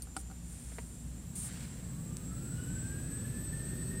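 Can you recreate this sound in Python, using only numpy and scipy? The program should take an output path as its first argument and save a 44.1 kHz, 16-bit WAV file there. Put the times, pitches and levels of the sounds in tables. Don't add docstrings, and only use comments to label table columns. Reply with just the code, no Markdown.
import sys
import numpy as np
from scipy import signal
from scipy.fft import rfft, irfft
from scipy.io import wavfile

SR = 44100
rng = np.random.default_rng(int(sys.argv[2]) if len(sys.argv) > 2 else 0)


def bounce(signal):
    frames = np.transpose(np.atleast_2d(signal))
    limited = np.clip(frames, -1, 1)
    pcm = np.round(limited * 32767).astype(np.int16)
    wavfile.write(sys.argv[1], SR, pcm)


N = 176400
T = np.arange(N) / SR
WORKSHOP_T60_S, CABIN_T60_S = .8, 0.037


def from_db(db):
    return 10 ** (np.asarray(db) / 20)


def rms_one(x):
    return x / np.sqrt(np.mean(x ** 2) + 1e-20)


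def drift(rate_hz):
    step, settle = 40, 2000
    pole = np.exp(-2 * np.pi * step * rate_hz / SR)
    white = rng.standard_normal(N // step + settle + 2)
    slow = signal.lfilter([1], [1, -2 * pole, pole * pole], white)[settle:]
    return np.interp(np.arange(N) / step, np.arange(len(slow)), rms_one(slow))


def noise(colour):
    hz, db = np.transpose(colour)
    bins = np.maximum(np.fft.rfftfreq(N, 1 / SR), 1)
    gain = from_db(np.interp(np.log(bins), np.log(hz), db)) * np.minimum(bins / hz[0], 1)
    return rms_one(irfft(rfft(rng.standard_normal(N)) * gain, N))


def tone(hz, db):
    return np.sqrt(2) * from_db(db) * np.sin(2 * np.pi * (np.cumsum(hz) / SR + rng.random()))


def room(x, t60, wet):
    tail = rng.standard_normal(SR) * from_db(-60 * T[:SR] / t60)
    reverb = signal.fftconvolve(x, tail / np.linalg.norm(tail))[:N]
    return (x + wet * reverb) / np.hypot(1, wet)


# pitch_hz, level_db
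HUM_TONES = [(60, -49), (172, -61), (240, -62)]
# freq_hz, gain_db
CABIN_AIR_EQ = [(25, -17), (55, -0.5), (100, -3.5), (170, -6), (260, -10.5), (350, -20.5), (600, -25.5),
                (1000, -29.5), (2300, -32.5), (5000, -34), (6800, -29), (8400, -23.5), (10500, -33),
                (13000, -37.5), (16000, -49.5)]

def hum_and_air(waver_db=2.2, air_db=-50.5):
    hum = sum(tone(np.full(N, hz), db + waver_db * drift(10.7)) for hz, db in HUM_TONES)
    return hum + from_db(air_db) * noise(CABIN_AIR_EQ)


SPEED_POINTS = [30, 48, 70, 95, 114]

def at_speed(motor_hz, levels_db):
    return np.interp(motor_hz, SPEED_POINTS, levels_db)


RUMBLE_LEVELS = [-60.5, -48.5, -43, -40, -41]
HISS_LEVELS = [-69.5, -63.5, -59, -52, -50.5]
# freq_hz, gain_db
RUMBLE_EQ = [(25, -15), (60, -7), (90, -2), (135, 2.5), (190, -6), (260, -7), (340, -21.5), (500, -42.5),
             (1000, -67), (3000, -92)]
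HISS_EQ = [(150, -13), (330, -3), (520, -6.5), (750, -19.5), (1050, -21.5), (1700, -14), (2300, -26),
           (2600, -18), (2850, -24.5), (3600, -23), (4300, -24.5), (5000, -25.5), (5800, -23.5),
           (6800, -27.5), (8300, -5.5), (10000, -33), (13000, -28), (16000, -35)]

def drivetrain(motor_hz):
    rumble = from_db(at_speed(motor_hz, RUMBLE_LEVELS)) * noise(RUMBLE_EQ)
    hiss = from_db(at_speed(motor_hz, HISS_LEVELS)) * noise(HISS_EQ)
    return rumble + hiss


BOOM_LEVELS = [-60, -52.5, -48, -48.5, -51.5]

def cabin_boom(motor_hz, pitch_hz=170.9, width_hz=9.3):
    pole = np.exp(-np.pi * width_hz / SR)
    resonator = [1, -2 * pole * np.cos(2 * np.pi * pitch_hz / SR), pole * pole]
    ring = signal.lfilter([1, 0, -1], resonator, rng.standard_normal(N))
    return from_db(at_speed(motor_hz, BOOM_LEVELS)) * rms_one(ring)


# centre_hz, width_hz, boost_db
HOUSING_PEAKS = [(1594, 96, 6.5), (1786, 36, 3), (2950, 180, 22.5), (7720, 210, 4.5), (8320, 76, 4)]

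def housing_db(hz):
    return sum(boost / (1 + (2 * (hz - centre) / width) ** 2) for centre, width, boost in HOUSING_PEAKS)


WHINE_ORDERS = [3.29, 16, 32]
WHINE_LEVELS = [(-86, -78, -73, -68, -61), (-85, -80, -75, -63.5, -62), (-96, -92, -87, -87, -90)]

def gears(motor_hz, waver_db=3.5, roughness=.25):
    whine = 0
    for order, levels in zip(WHINE_ORDERS, WHINE_LEVELS):
        hz = order * motor_hz
        db = at_speed(motor_hz, levels) + housing_db(hz) + waver_db * drift(34)
        whine += tone(hz, db) + roughness * drift(45) * tone(hz, db)
    return room(whine, WORKSHOP_T60_S, wet=.55)


INVERTER_TONES = [(1, 3), (2, -8), (2, -4), (2, -2), (2, 0), (2, 2), (2, 4), (2, 8), (3, -5), (3, -1),
                  (3, 1), (3, 5), (4, -2), (4, 2)]
INVERTER_LEVELS = [(-95, -90, -85, -80, -75), (-90, -85, -78, -77, -71), (-84, -72, -72, -74, -73),
                   (-67, -68, -65, -59.5, -55), (-74, -72, -70, -67, -62), (-67, -64, -64.5, -57, -52.5),
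                   (-84, -80, -75, -72, -67), (-85, -76, -66, -68, -69), (-90, -84, -74, -70, -72),
                   (-88, -83, -75, -72, -69), (-88, -82, -76, -76, -71), (-92, -85, -80, -77, -76),
                   (-83, -77, -73, -78, -86), (-81, -78, -75, -75, -84)]

def inverter(motor_hz, switch_hz, waver_db=3.2):
    singing = 0
    for (switch_multiple, motor_multiple), levels in zip(INVERTER_TONES, INVERTER_LEVELS):
        hz = switch_multiple * switch_hz + motor_multiple * motor_hz
        db = at_speed(motor_hz, levels) + housing_db(hz) + waver_db * drift(14)
        singing += tone(hz, db)
    return room(singing, WORKSHOP_T60_S, wet=.7)


# start_s, level_db, snap_t60_s, tail_gain_db
TICK_CUES = [(.0218, -34, .007, -7), (2.1690, -24.5, .0022, -27)]
# pitch_hz, gain_db
PLASTIC_MODES = [(4400, -10), (6300, -5), (8600, 0), (10000, -13)]
# freq_hz, gain_db
TICK_TAIL_EQ = [(3000, -28), (4500, -9), (7500, -23), (9000, 11.5), (10500, -2), (12500, -4), (16000, -21)]

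def plastic_ticks(tail_t60_s=0.085):
    out, t, rattle = np.zeros(N), T[:SR // 4], noise(TICK_TAIL_EQ)
    ring = sum((-1) ** k * from_db(db) * np.sin(2 * np.pi * hz * t)
               for k, (hz, db) in enumerate(PLASTIC_MODES))
    for start, db, t60, tail_db in TICK_CUES:
        span = slice(int(start * SR), int(start * SR) + len(t))
        snap = ring * from_db(-60 * t / t60)
        tail = rattle[span] * from_db(tail_db - 60 * t / tail_t60_s)
        out[span] += from_db(db) * (snap + tail)
    return out


def struck(cues, modes, crack_eq, crack_db, crack_t60_s):
    out, t, grit = np.zeros(N), T[:SR // 4], noise(crack_eq)
    ring = sum((-1) ** k * from_db(db - 60 * t / t60) * np.sin(2 * np.pi * hz * t)
               for k, (hz, db, t60) in enumerate(modes))
    for start, db, cutoff_hz in cues:
        span = slice(int(start * SR), int(start * SR) + len(t))
        crack = grit[span] * from_db(crack_db - 60 * t / crack_t60_s)
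        softness = np.exp(-2 * np.pi * cutoff_hz / SR)
        out[span] += from_db(db) * signal.lfilter([1 - softness], [1, -softness], ring + crack)
    return out


# start_s, level_db, cutoff_hz
TAP_CUES = [(.071, -46, 1500), (.1655, -28, 9000), (.300, -44, 1490), (.313, -43, 2000)]
# pitch_hz, gain_db, t60_s
BOARD_MODES = [(299, -10.5, 0.088), (775, -6.5, 0.06), (1297, 3, 0.013), (1465, -1, 0.016),
               (2290, -17, 0.032), (3050, -20, 0.039), (5663, -21, .02), (9200, -18, .03)]
# freq_hz, gain_db
BOARD_CRACK_EQ = [(250, -15), (500, -27), (800, -17), (1350, -2), (2200, -11), (3400, -12), (4800, 2),
                  (7000, -16), (8500, 5), (10500, -3), (12000, -20), (16000, -20)]

def board_taps():
    return struck(TAP_CUES, BOARD_MODES, BOARD_CRACK_EQ, crack_db=-3, crack_t60_s=0.027)


def cloth(cues, colour, grain_db):
    envelope = 0
    for start, length, attack, release, db in cues:
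        fade_in = np.clip((T - start) / attack, 0, 1)
        fade_out = np.clip(1 - (T - start - length) / release, 0, 1)
        envelope += from_db(db) * fade_in * fade_out
    return envelope * noise(colour) * from_db(grain_db * drift(150))


# start_s, length_s, attack_s, release_s, level_db
SWISH_CUES = [(.168, 0.038, 0.011, 0.02, -49.5), (.40, 0.36, 0.11, 0.46, -55.5),
              (1.349, 0.12, .008, 0.031, -42.5)]
# freq_hz, gain_db
SWISH_EQ = [(500, -25.5), (2500, -28.5), (5500, -23.5), (6900, -14.5), (7700, -12.5), (8800, -2),
            (9700, -10.5), (10800, -15.5), (13000, -26), (16000, -28)]

def clothing_swishes():
    return cloth(SWISH_CUES, SWISH_EQ, grain_db=1.0)


# start_s, length_s, attack_s, release_s, level_db
RUB_CUES = [(.48, 0.31, 0.079, 0.096, -64), (1.38, 0.26, 0.11, 0.054, -52), (1.62, .08, 0.075, 0.34, -58)]
# freq_hz, gain_db
RUB_EQ = [(400, 4), (1000, -3.5), (1600, 4), (2400, 1), (4500, -1.5), (6600, -3), (8500, 7), (10500, -7),
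          (15000, -16)]

def seat_rubs():
    return cloth(RUB_CUES, RUB_EQ, grain_db=1.5)


# start_s, level_db, cutoff_hz
KNOCK_CUES = [(.719, -55, 3000), (.7835, -42, 3950), (.788, -63, 2500)]
# pitch_hz, gain_db, t60_s
CONSOLE_MODES = [(433, 0, 0.047), (666, 0, 0.064), (938, -6.5, 0.074), (1200, -6, 0.056), (1710, 6, 0.013),
                 (2220, -7, .025), (3160, -18, .03)]
# freq_hz, gain_db
CONSOLE_CRACK_EQ = [(200, -6), (450, -1), (1200, -7), (2400, -3.5), (3400, -17), (4500, -15), (12000, -36)]

def console_knocks():
    return struck(KNOCK_CUES, CONSOLE_MODES, CONSOLE_CRACK_EQ, crack_db=1, crack_t60_s=0.053)


# time_s, motor_hz (electrical), switch_hz (inverter)
RUN_UP = [(0.0, 30.0, 3600), (0.4, 34.0, 3615), (0.7, 37.8, 3636), (1.0, 43.5, 3664), (1.3, 50.0, 3693),
          (1.6, 58.0, 3734), (1.9, 67.5, 3784), (2.2, 77.5, 3842), (2.5, 88.8, 3905), (2.75, 95.8, 3952),
          (3.0, 102.0, 3991), (3.3, 108.2, 4030), (3.6, 112.2, 4060), (4.0, 115.5, 4086)]

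def scene():
    times, motor, switch = np.transpose(RUN_UP)
    motor_hz, switch_hz = np.interp(T, times, motor), np.interp(T, times, switch)
    drive = inverter(motor_hz, switch_hz) + gears(motor_hz) + drivetrain(motor_hz) + cabin_boom(motor_hz)
    clothing = clothing_swishes() + seat_rubs()
    impacts = room(board_taps() + console_knocks(), CABIN_T60_S, wet=.55)
    return (drive + clothing + impacts + plastic_ticks() + hum_and_air())[None]


def record(dry):
    return signal.sosfilt(signal.ellip(10, .3, 70, 15800, fs=SR, output="sos"), dry)


dry = scene()
out = record(dry)
bounce(out)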